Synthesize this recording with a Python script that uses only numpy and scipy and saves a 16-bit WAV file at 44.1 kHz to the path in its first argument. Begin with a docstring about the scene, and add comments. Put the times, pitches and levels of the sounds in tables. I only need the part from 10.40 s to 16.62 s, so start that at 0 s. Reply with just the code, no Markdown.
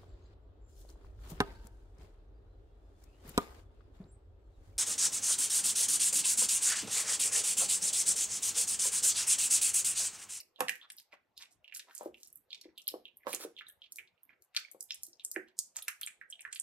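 """A cat eats wet food from a plastic bowl on a kitchen floor, close to the microphone.
Pockets of air pop dully in its mouth and films of saliva snap brightly, each followed by smaller bursts;
in between, swells of tiny bubbles make the food squelch. The muzzle rocks the bowl, so its own notes ring
as it knocks on the floor, and once it slides with many small slips. Echoes and a short tail come from the
kitchen, over faint room air; a noise suppressor turns down the quietest parts."""
import sys
import numpy as np
from scipy import signal
from scipy.fft import rfft, irfft, next_fast_len
from scipy.io import wavfile
from scipy.ndimage import uniform_filter1d

SR = 44100
rng = np.random.default_rng(int(sys.argv[2]) if len(sys.argv) > 2 else 0)


def output_pcm(signal):
    """Save a mono or channel-first signal as 16-bit PCM at the path in sys.argv[1].

    Samples are clipped to [-1, 1] before scaling.
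    """
    pcm = np.clip(np.atleast_2d(signal).T, -1, 1) * 32767
    wavfile.write(sys.argv[1], SR, np.round(pcm).astype(np.int16))


N = 274302  # length of the scene in samples
TAPS = 4096  # length of one short pulse in samples
HZ = np.fft.rfftfreq(TAPS, 1 / SR)  # the frequencies at which a pulse is shaped


def amp(db):
    """Turns decibels into a gain."""
    return 10 ** (np.asarray(db) / 20)


def evened(x):
    """Scales a signal to rms 1."""
    return x / np.sqrt(np.mean(x ** 2) + 1e-20)


def smoothed(grid, bins, frames):
    """Averages a grid over neighbouring frequency bins and time frames."""
    return uniform_filter1d(uniform_filter1d(grid, bins, 0), frames, 1)


def read(points, hz):
    """Reads a table of (Hz, value) points on a log-frequency axis."""
    f, value = np.transpose(points)
    return np.interp(np.log(hz + 1), np.log(f + 1), value)


def add(mix, s, sound):
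    """Mixes a stereo sound in at time s, cutting off whatever falls outside the scene."""
    start = round(s * SR)
    sound = sound[:, max(-start, 0):]
    part = mix[:, max(start, 0):][:, :sound.shape[1]]
    part += sound[:, :part.shape[1]]


def coloured(x, points):
    """Filters a signal by a table of (Hz, dB) points."""
    size = x.shape[-1]
    return irfft(rfft(x) * amp(read(points, np.fft.rfftfreq(size, 1 / SR))), size)


def bump(hz, octaves, steep=1.13):
    """Gain of a heavily damped resonance; octaves sets how far it reaches to each side."""
    return (1 + (np.log2((HZ + 1) / hz) / octaves) ** 2) ** -steep


def above(hz, order):
    """Gain of a body that radiates little below its lowest note."""
    return (1 + (hz / (HZ + 1)) ** (2 * order)) ** -.5


def click(gain):
    """Pulse that starts at once, with this spectrum and the energy of one millisecond at rms 1."""
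    log_gain = np.log(np.maximum(gain / gain.max(), 1e-4))
    circle = np.concatenate([log_gain, log_gain[-2:0:-1]])
    # the Hilbert transform gives the phase that packs the energy to the front (minimum phase)
    pulse = irfft(np.exp(np.conj(signal.hilbert(circle)))[:len(HZ)])
    return pulse * np.sqrt(SR / 1000 / np.sum(pulse ** 2))


def placed(x, pan_db, lag_s):
    """Makes stereo: left is pan_db louder than right, and lag_s later as the bowl lies to the right."""
    size = next_fast_len(len(x) + 64)
    turn = np.exp(-2j * np.pi * np.fft.rfftfreq(size, 1 / SR) * lag_s)
    late = irfft(rfft(x, size) * turn, size)[:len(x)]
    ears = np.array([late * amp(pan_db / 2), x * amp(-pan_db / 2)])
    return ears / np.sqrt(np.mean(amp([pan_db, -pan_db])))  # same total power wherever it sits


def grains(size, per_s, spread_db):
    """Sparse train of tiny bursts of uneven strength and random sign."""
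    strength = amp(spread_db * np.minimum(rng.exponential(1, size), 4))
    return strength * rng.choice([-1, 1], size) * (rng.random(size) < per_s / SR)


def flurry(before_db, before_s, after_db, after_s, per_s):
    """One main impulse, a quarter of the way in, in a soft-edged spray of tiny ones that thins out to both sides."""
    t = (np.arange(TAPS) - TAPS // 4) / SR
    beads = grains(TAPS, per_s, spread_db=1.0)
    before = beads * (t < 0) * np.exp(-abs(t) / before_s)
    after = beads * (t > 0) * np.exp(-abs(t) / after_s)
    return (t == 0) + (amp(before_db) * evened(before) + amp(after_db) * evened(after)) / np.sqrt(TAPS)


def burst(hz, octaves, skirt, edge_octaves, uneven_db, edge_share=1.0, leak_db=-36, count=48):
    """A bubble or film gives way: a damped ring over a faint tick, cut off steeply underneath."""
    off = 2 * np.log2((HZ + 1) / hz) / octaves  # 1 at the half-power points of the ring
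    ring = (1 + (2 ** (1 / skirt) - 1) * off ** 2) ** (-skirt / 2) + amp(leak_db)
    # random ripples in the spectrum: never twice the same shape
    shape = amp(uneven_db * evened(signal.resample(rng.standard_normal(count), len(HZ))))
    return click(shape * ring * above(hz * 2 ** -(edge_octaves + edge_share * octaves), order=9))


def cluster(row, skirt, edge_octaves, first_s, last_s, below_db, ceiling_db, fade_db_per_s,
            spread_db, spread_octaves, sag_octaves_per_s, count):
    """Smaller bursts after a main one, each at its own moment and pitch; they ring lower as the jaw opens."""
    s, hz, octaves, db, pan_db = row
    for _ in range(count):
        late = first_s + (last_s - first_s) * rng.uniform(0.12, 1) ** 2  # squared: most come early
        level_shift, pitch_shift, pan_shift = rng.uniform(-0.76, 1, 3)
        level = min(db + below_db, ceiling_db) - fade_db_per_s * late + spread_db * level_shift
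        pitch = hz * 2 ** (spread_octaves * pitch_shift - sag_octaves_per_s * late)
        ring = burst(pitch, octaves / 2 + 0.2, skirt, edge_octaves, uneven_db=3.5)
        yield s + late, placed(amp(level) * ring, pan_db + 2 * pan_shift, lag_s=8e-5)


def quiet(level_db=-88, shared=1.0, patchy_db=4.0, patchy_hz=1500):
    """Faint air of the room, partly common to both ears; its low end comes and goes in patches."""
    # Colour of the still kitchen. Each row: frequency in Hz, level in dB.
    air_colour = [(15, -29), (25, -17), (76, -4), (175, -9.5), (373, -12), (700, -15), (1000, -19),
                  (1610, -20), (16000, -21.5)]
    air = rng.standard_normal((2, N)) + shared * rng.standard_normal(N)
    hz, _, z = signal.stft(coloured(air, air_colour), SR, nperseg=1024, noverlap=768)
    patches = evened(smoothed(rng.standard_normal(z.shape[1:]), bins=4, frames=12))
    z = z * amp(patchy_db * patches / (1 + (hz[:, None] / patchy_hz) ** 2))
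    return amp(level_db) * evened(signal.istft(z, SR, nperseg=1024, noverlap=768)[1][:, :N])


def squelches(bubbles_per_s=1100, reach=2.0, pan_db=-1.5):
    """The tongue presses into the food, and a swell of minute bubbles bursts in the jelly."""
    # Each row: start in seconds, length in seconds, level in dB, centre in Hz, reach to each side in octaves.
    presses = [(0, 0.016, -53.5, 10500, 0.64), (0.708, 0.052, -75.5, 2200, 1.47),
               (0.412, 0.055, -71, 3520, 0.22), (0.413, 0.057, -81, 1410, 0.62),
               (0.571, 0.044, -66, 4870, 0.28), (0.962, 0.034, -68, 4580, .4),
               (0.992, 0.061, -72.5, 2260, 0.91), (0.993, 0.049, -65, 5400, 0.78),
               (1.1, 0.052, -75.5, 8000, 0.69), (1.336, 0.05, -53, 9100, 0.83),
               (1.462, 0.063, -78.5, 1230, 1.7), (1.469, 0.25, -68.5, 10400, 1.48),
               (1.734, 0.19, -74, 9400, 1.05), (2.227, 0.056, -89, 2176, 0.26),
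               (2.793, 0.054, -88, 2120, 0.19), (3.271, 0.033, -76, 10500, 0.94),
               (3.277, 0.038, -82.5, 1714, 0.17), (3.42, 0.064, -76, 3400, 0.42),
               (3.883, 0.065, -82, 2010, 0.51), (5.066, 0.043, -84, 3400, 0.45),
               (5.349, 0.057, -56.5, 7300, 1.96), (6.11, 0.039, -64, 5940, 0.73)]
    out = np.zeros((2, N))
    for s, length, db, hz, octaves in presses:
        size = round(length * SR)
        ring = bump(hz, octaves, steep=1.3) * above(hz * 2 ** (-reach * octaves), order=4)
        fizz = signal.fftconvolve(grains(size, bubbles_per_s, spread_db=3.5), click(ring))[:size]
        swell = evened(fizz * signal.windows.tukey(size, .7))
        add(out, s, placed(amp(db) * swell, pan_db, lag_s=5e-5))
    return out


def pops(gain_db=-5.0, skirt=3.7, edge_octaves=0.21):
    """The tongue peels off the palate; the nearly shut mouth lets out only its cavity note."""
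    # Pockets of air that pop. Each row: time in seconds, cavity note in Hz, width in octaves,
    # level in dB (the main pop also gets gain_db), left over right in dB.
    air_pockets = [(0.002, 5070, 0.37, -42.5, 0), (0.003, 2370, 0.22, -55, -4),
                   (0.1605, 3500, 0.23, -53, -4), (0.2059, 2400, 0.71, -32, -3.5),
                   (0.2837, 2800, 1.14, -29.5, -3), (0.293, 1844, 0.17, -29.5, -8.5),
                   (0.2943, 2770, 0.26, -30, -2), (0.3553, 2050, 0.37, -50, -2),
                   (0.414, 3200, 0.27, -48.5, 1), (0.5017, 3400, 0.94, -46, -2.5),
                   (0.5835, 4150, 0.54, -49, 2), (0.7282, 2300, 0.33, -52, -5), (0.739, 2174, 2.05, -62, 3),
                   (0.9775, 4230, 0.5, -45.5, -4), (1.0241, 3510, 0.98, -44.5, -3),
                   (1.244, 2790, 0.14, -51.5, -3), (1.2789, 2970, 0.57, -48.5, -6),
                   (1.3241, 2350, 0.49, -44, -8), (1.3624, 4200, 1.41, -43.5, -1),
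                   (1.3976, 3700, 1.26, -43, -2.5), (1.51, 2310, 0.95, -56, -2),
                   (1.744, 2704, 0.17, -50.5, -3), (2.106, 3750, 0.31, -46.5, -8),
                   (2.117, 3120, 0.13, -48, -4), (2.13, 3390, 0.19, -60, -1),
                   (2.1298, 3470, 0.45, -35.5, -1.5), (2.147, 4450, 1.02, -43, -4),
                   (2.2138, 4740, 0.4, -45.5, -1), (2.2434, 2200, 0.35, -66, -6),
                   (2.2902, 2040, 0.3, -69.5, -4.5), (2.3777, 3750, 0.3, -44, -1.5),
                   (2.381, 3160, 0.22, -44.5, -4.5), (2.4715, 3910, 0.29, -40, -5),
                   (2.4819, 3980, 0.77, -37.5, -18), (2.487, 4700, 0.45, -30.5, 2),
                   (2.6544, 3110, 0.21, -42, -5), (2.8343, 2020, 0.24, -60.5, 0),
                   (2.9303, 3010, 0.54, -38, -1), (2.9368, 2940, 1.1, -40, -16),
                   (3.1656, 3400, 0.17, -47.5, -5), (3.1774, 3160, 0.23, -46.5, -1),
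                   (3.1866, 2950, 0.44, -46.5, -9), (3.191, 3170, 0.28, -41, -1),
                   (3.21, 1800, 0.39, -46.5, -3.5), (3.2678, 3680, 0.14, -47, -1),
                   (3.3014, 1710, 0.15, -67.5, 0), (3.419, 3300, 0.24, -46, -1),
                   (3.4412, 3300, 0.34, -52.5, -11), (3.5857, 2380, 0.39, -41.5, -3.5),
                   (3.6753, 3530, 0.32, -61.5, 0), (3.7785, 2700, 0.39, -71, -10.5),
                   (3.8928, 2130, 0.21, -58, -8), (4.1485, 2730, 1.13, -45.5, 3),
                   (4.1653, 4040, 0.69, -22.0, 2), (4.1734, 3710, 1.27, -28.5, -2.5),
                   (4.248, 2220, 0.13, -48, -8), (4.5075, 3310, 0.63, -30, -3),
                   (4.5204, 5570, 0.3, -35, -2), (4.731, 5480, 0.26, -50.5, 2.5),
                   (4.797, 3430, 0.34, -48.5, 1), (4.8064, 3500, 0.32, -53, -21),
                   (4.9618, 1900, 0.27, -31, -5), (5.0852, 3270, 1.6, -62.5, -3.5),
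                   (5.1896, 5040, 0.81, -43, 12), (5.4225, 3700, 0.5, -45, -1.5),
                   (5.4818, 2200, 0.6, -34, -1), (5.4866, 2200, 0.8, -36.5, -6.5),
                   (5.6165, 2600, 0.9, -47, -4), (5.6325, 3550, 0.36, -33.5, -2.5),
                   (5.674, 2500, 0.8, -41, -2), (5.8133, 1817, 0.25, -45, -6),
                   (5.9257, 3210, 0.13, -39.5, -0.5), (5.9937, 2760, 0.48, -50.0, -5.5),
                   (6.008, 2520, 0.45, -55, 0), (6.0511, 1727, 0.39, -39, -4.5),
                   (6.1289, 3330, 1.22, -43, -3), (6.147, 3560, 1.4, -56, 4),
                   (6.1595, 3430, 0.92, -39.5, -2.5)]
    out = np.zeros((2, N))
    for row in air_pockets:
        s, hz, octaves, db, pan_db = row
        drive = flurry(before_db=-23, before_s=0.009, after_db=-12, after_s=0.008, per_s=450)
        ring = burst(hz, octaves, skirt, edge_octaves, uneven_db=3.5)
        sound = amp(db + gain_db) * signal.fftconvolve(drive, ring)
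        add(out, s - TAPS // 4 / SR, placed(sound, pan_db, lag_s=rng.uniform(-4e-6, 1e-4)))
        for small in cluster(row, skirt, edge_octaves, first_s=0.002, last_s=.04, below_db=-14.5,
                             ceiling_db=-53.5, fade_db_per_s=176.5, spread_db=0.0,
                             spread_octaves=0.16, sag_octaves_per_s=3.9, count=4):
            add(out, *small)
    return out


def snaps(gain_db=-1, skirt=4.1, edge_octaves=0.36):
    """A film of saliva breaks at the lips with one sharp tick; a few threads follow."""
    # Films that snap. Each row: time in seconds, centre in Hz, width in octaves,
    # level in dB (the main snap also gets gain_db), left over right in dB.
    films = [(0.2059, 9100, 0.88, -27, -3), (0.284, 9030, 0.37, -35, -3.5), (0.2946, 9100, 1.3, -29, -0.5),
             (0.355, 9560, 1.7, -48.5, 2), (0.5021, 8700, 0.22, -40.5, 1.5),
             (0.5198, 8700, 0.84, -47.5, -1.5), (0.5675, 12700, 0.66, -52, -2),
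             (0.585, 13200, 0.47, -47, -5), (0.5999, 9000, 2.1, -50.5, -3), (0.9768, 9600, 0.5, -49, -3.5),
             (1.025, 8060, 0.61, -49.5, -2), (1.1253, 8550, 0.23, -63, -7), (1.3492, 7300, 0.74, -39, -6),
             (1.362, 8700, 0.42, -44.5, 1), (1.3712, 9800, 0.4, -39, -4), (1.3953, 6350, 1.07, -43.5, 3),
             (1.5508, 9100, 0.5, -38, -13), (1.564, 8080, 0.53, -45, 3), (1.5797, 7700, 0.57, -39, -9),
             (1.6324, 10600, 0.49, -49.5, -5), (1.8322, 6750, 0.8, -45, -2),
             (1.874, 10180, 0.69, -49.5, -7), (1.9279, 12000, 0.53, -48, -4),
             (1.9573, 11640, 0.39, -43.5, -7), (2.213, 6760, 1.37, -51.5, -4.5),
             (2.3811, 11300, 0.59, -47.5, -1.5), (2.4185, 7480, 0.99, -54, 9),
             (2.4792, 12000, 0.54, -25.5, 1), (2.4873, 9900, 1.93, -41.5, -2.5),
             (2.7708, 12260, 0.3, -48.5, -2.5), (2.9306, 10700, 0.35, -31, -25),
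             (2.9478, 7760, 0.66, -27.5, -5), (3.2853, 9800, 0.33, -48, -4),
             (3.2992, 11370, 0.55, -48.5, 2), (3.522, 10180, 0.92, -39, -3), (3.559, 10530, 1.15, -43, -1),
             (3.5689, 9300, 0.69, -43.5, -1), (3.575, 9750, 1.15, -56, 0.5), (3.5864, 8630, 0.47, -58, -14),
             (3.8327, 13200, 0.35, -50, -5), (4.0223, 10660, 1, -54, 2), (4.15, 8300, 1.7, -52, -5),
             (4.1648, 6220, 1.5, -50, 8), (4.17, 6500, 2.1, -35, -3.5), (4.3145, 10500, 0.6, -43, 3.5),
             (4.407, 8600, 0.6, -35, -5), (4.4275, 10500, 0.6, -39, -6.5),
             (4.5448, 8970, 0.57, -39.5, -0.5), (4.6336, 9270, 0.72, -32, -1.5),
             (4.667, 10600, 1.1, -44.5, -3), (4.849, 8500, 0.44, -27, 0), (4.915, 9370, 0.73, -32, 1.5),
             (4.946, 10300, 0.47, -47, -23), (5.19, 7880, 0.62, -22.5, -2), (5.367, 7560, 0.4, -30, -3.5),
             (5.425, 10300, 0.22, -37.5, -3), (5.4818, 9600, 1.1, -33, -4), (5.484, 8300, 0.66, -29, 1),
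             (5.6128, 10250, 0.71, -34, -1), (5.632, 11000, 0.14, -40, -5), (5.6637, 8730, 0.31, -33, -1.5),
             (5.6728, 8040, 0.24, -39.5, -1), (5.9009, 8340, 0.12, -40, -3), (6.0073, 8900, 0.2, -43, 1.5),
             (6.0136, 10050, 0.49, -55, -10), (6.1284, 7850, 0.25, -35, -7),
             (6.1482, 8800, 0.43, -42.5, -9), (6.162, 9300, 0.38, -43, 1), (6.1994, 8600, 0.28, -27, -5.5)]
    out = np.zeros((2, N))
    for row in films:
        s, hz, octaves, db, pan_db = row
        drive = flurry(before_db=-25, before_s=0.008, after_db=-10.5, after_s=0.017, per_s=700)
        ring = burst(hz, octaves, skirt, edge_octaves, uneven_db=2.0)
        sound = amp(db + gain_db) * signal.fftconvolve(drive, ring)
        add(out, s - TAPS // 4 / SR, placed(sound, pan_db, lag_s=rng.uniform(-2e-6, 9e-5)))
        for small in cluster(row, skirt, edge_octaves, first_s=0.0013, last_s=0.031, below_db=-11.5,
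                             ceiling_db=-48, fade_db_per_s=153.0, spread_db=4.5,
                             spread_octaves=0.45, sag_octaves_per_s=1.7, count=3):
            add(out, *small)
    return out


def knocks(gain_db=-1, thud_db=-8, soft_hz=420, soft_octaves=0.48, widening=2.0, uneven_db=4.0, detune=0.037):
    """The bowl tips on the floor: a ragged push rings its modes over a dead thud; higher knocks are wider."""
    # Each row: time in seconds, level in dB before gain_db, centre in Hz, left over right in dB.
    tips = [(0.2072, -34.5, 714, -4), (0.214, -45.5, 250, 1.5), (0.733, -64.5, 854, 5),
            (1.61, -48.5, 600, 1.5), (1.632, -57, 704, 2.5), (1.659, -42, 400, -0.5),
            (2.255, -55, 341, 2.5), (2.5402, -42, 398, -0.5), (2.8693, -39, 820, -7),
            (2.877, -45.5, 780, -9), (2.938, -48, 457, -3.5), (3.002, -57.5, 480, -5), (3.049, -46, 396, 0),
            (4.347, -57.5, 433, 3.5), (4.681, -69, 302, -3), (4.966, -43.5, 368, -3.5)]
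    # Notes of the bowl on the floor. Each row: frequency in Hz, width in Hz, level in dB.
    bowl_modes = [(214, 35, 4), (333, 8.4, -2), (369.7, 6.6, 1), (507, 40, 3.5), (570, 32, 3),
                  (766, 88, 1.5), (1120, 90, -1), (1620, 83, -10), (1900, 200, -13)]
    out = np.zeros((2, N))
    for s, db, hz, pan_db in tips:
        power = amp(thud_db) ** 2
        for mode_hz, width, mode_db in bowl_modes:
            # the bowl sits a little differently each time, so its modes shift in strength and pitch
            level_shift, pitch_shift = rng.uniform(-0.86, 1, 2)
            off = 2 * (HZ - mode_hz * (1 + detune * pitch_shift)) / width
            power = power + amp(mode_db + uneven_db * level_shift) ** 2 / (1 + off ** 2)
        body = np.sqrt(power) * above(110, order=3)
        ring = click(body * bump(hz, soft_octaves * (hz / soft_hz) ** widening, steep=1.235))
        push = flurry(before_db=-20, before_s=0.018, after_db=-3.0, after_s=0.016, per_s=920)
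        sound = amp(db + gain_db) * signal.fftconvolve(push, ring)
        add(out, s - TAPS // 4 / SR, placed(sound, pan_db, lag_s=2e-4))
    return out


def slide(slips_per_s=6000, ramp_share=0.78, pan_db=-3):
    """The foot of the bowl catches and slips on the grain of the floor; each shove swells and dies."""
    # The muzzle shoves the bowl. Each row: start in seconds, length in seconds, level in dB.
    shoves = [(2.856, 0.13, -44), (2.98, 0.089, -44)]
    # Colour of the scraping. Each row: frequency in Hz, level in dB.
    scrape_colour = [(150, -41.5), (250, -16), (484, -13.5), (875, -23), (1100, -16.5), (3120, -14.5),
                     (3400, -10), (4570, -9.5), (10200, -4), (14200, -14), (16000, 4)]
    out = np.zeros((2, N))
    for s, length, db in shoves:
        size = round(length * SR)
        slips = evened(coloured(grains(SR, slips_per_s, spread_db=4.0), scrape_colour))[:size]
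        swell = slips * signal.windows.tukey(size, ramp_share)
        add(out, s, placed(amp(db) * swell, pan_db, lag_s=8e-5))
    return out


def kitchen(x, onset_s=0.00023, echo_hz=3000, mono_hz=700, scatter_db=-6, scatter_peak_s=0.00195):
    """Scatter from bowl and floor, a few dull echoes, then a short diffuse tail."""
    # How long the room rings. Each row: frequency in Hz, time to fall by 60 dB in seconds.
    ring_times = [(200, 0.29), (530, 0.25), (1400, 0.24), (3700, 0.27), (9700, 0.22), (16000, 0.24)]
    # Room against direct sound. Each row: frequency in Hz, level in dB.
    room_levels = [(200, -0.5), (500, -11.5), (1400, -2), (3500, -10), (8000, -8), (15000, -12.5)]
    # Bowl rim, wall and furniture. Each row: delay in seconds, level in dB.
    reflections = [(.0029, -13), (.0062, -17.5), (.0088, -21.5), (0.0173, -18)]
    t = np.arange(SR // 2) / SR
    hz, at, z = signal.stft(rng.standard_normal((2, len(t))), SR, nperseg=256)
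    same = (1 / (1 + (hz / mono_hz) ** 2))[:, None]  # long waves reach both ears alike
    z[1] = same * z[0] + np.sqrt(1 - same ** 2) * z[1]
    t60 = read(ring_times, hz)[:, None]
    decay = amp(read(room_levels, hz)[:, None] - 60 * at / t60)
    z *= decay * np.sqrt(2 * np.log(1000) / (t60 * SR))  # same energy however long it rings
    tail = signal.istft(z, SR, nperseg=256)[1][:, :len(t)] * (1 - np.exp(-t / onset_s))

    scatter = rng.standard_normal(tail.shape) * t * np.exp(-t / scatter_peak_s)
    scatter = signal.lfilter(*signal.butter(2, mono_hz, "high", fs=SR), scatter)
    tail += amp(scatter_db) * evened(scatter) / np.sqrt(len(t))

    echoes = np.zeros(len(t))
    for delay, db in reflections:
        echoes[round(delay * SR)] += amp(db)
    tail += signal.lfilter(*signal.butter(1, echo_hz, fs=SR), echoes)
    return x + signal.fftconvolve(x, tail, axes=1)[:, :N]


def suppressed(x, depth_db=11, knee_db=4):
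    """A noise suppressor turns down whatever lies near or below its threshold, at each pitch by itself."""
    # Each row: frequency in Hz, threshold in dB per frequency bin.
    threshold = [(100, -91.5), (600, -99), (1100, -102), (2000, -107), (16000, -109)]
    hz, _, z = signal.stft(x, SR, nperseg=512, noverlap=384)
    power = smoothed((abs(z) ** 2).mean(0), bins=5, frames=5)
    level_db = 10 * np.log10(abs(power) + 1e-20)
    shut = .5 - .5 * np.tanh((level_db - read(threshold, hz)[:, None]) / knee_db)  # 0 open, 1 shut
    return signal.istft(z * amp(-depth_db * shut), SR, nperseg=512, noverlap=384)[1][:, :N]


def scene():
    """Cat and bowl in the kitchen."""
    return kitchen(pops() + snaps() + squelches() + knocks() + slide()) + quiet()


def record(dry, edge_hz=16500):
    """The small microphone lifts the mids and loses the top; then noise suppression and the band limit."""
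    # Each row: frequency in Hz, gain in dB.
    microphone = [(100, 9.5), (1000, 15.5), (6000, 4.5), (10000, 1), (13000, 5.5), (14500, -1.0), (16000, -13.5)]
    heard = suppressed(coloured(dry, microphone))
    band_limit = signal.firwin(511, edge_hz, window=("kaiser", 9), fs=SR)
    return signal.oaconvolve(heard, band_limit[None], "same")


dry = scene()
out = record(dry)
output_pcm(out)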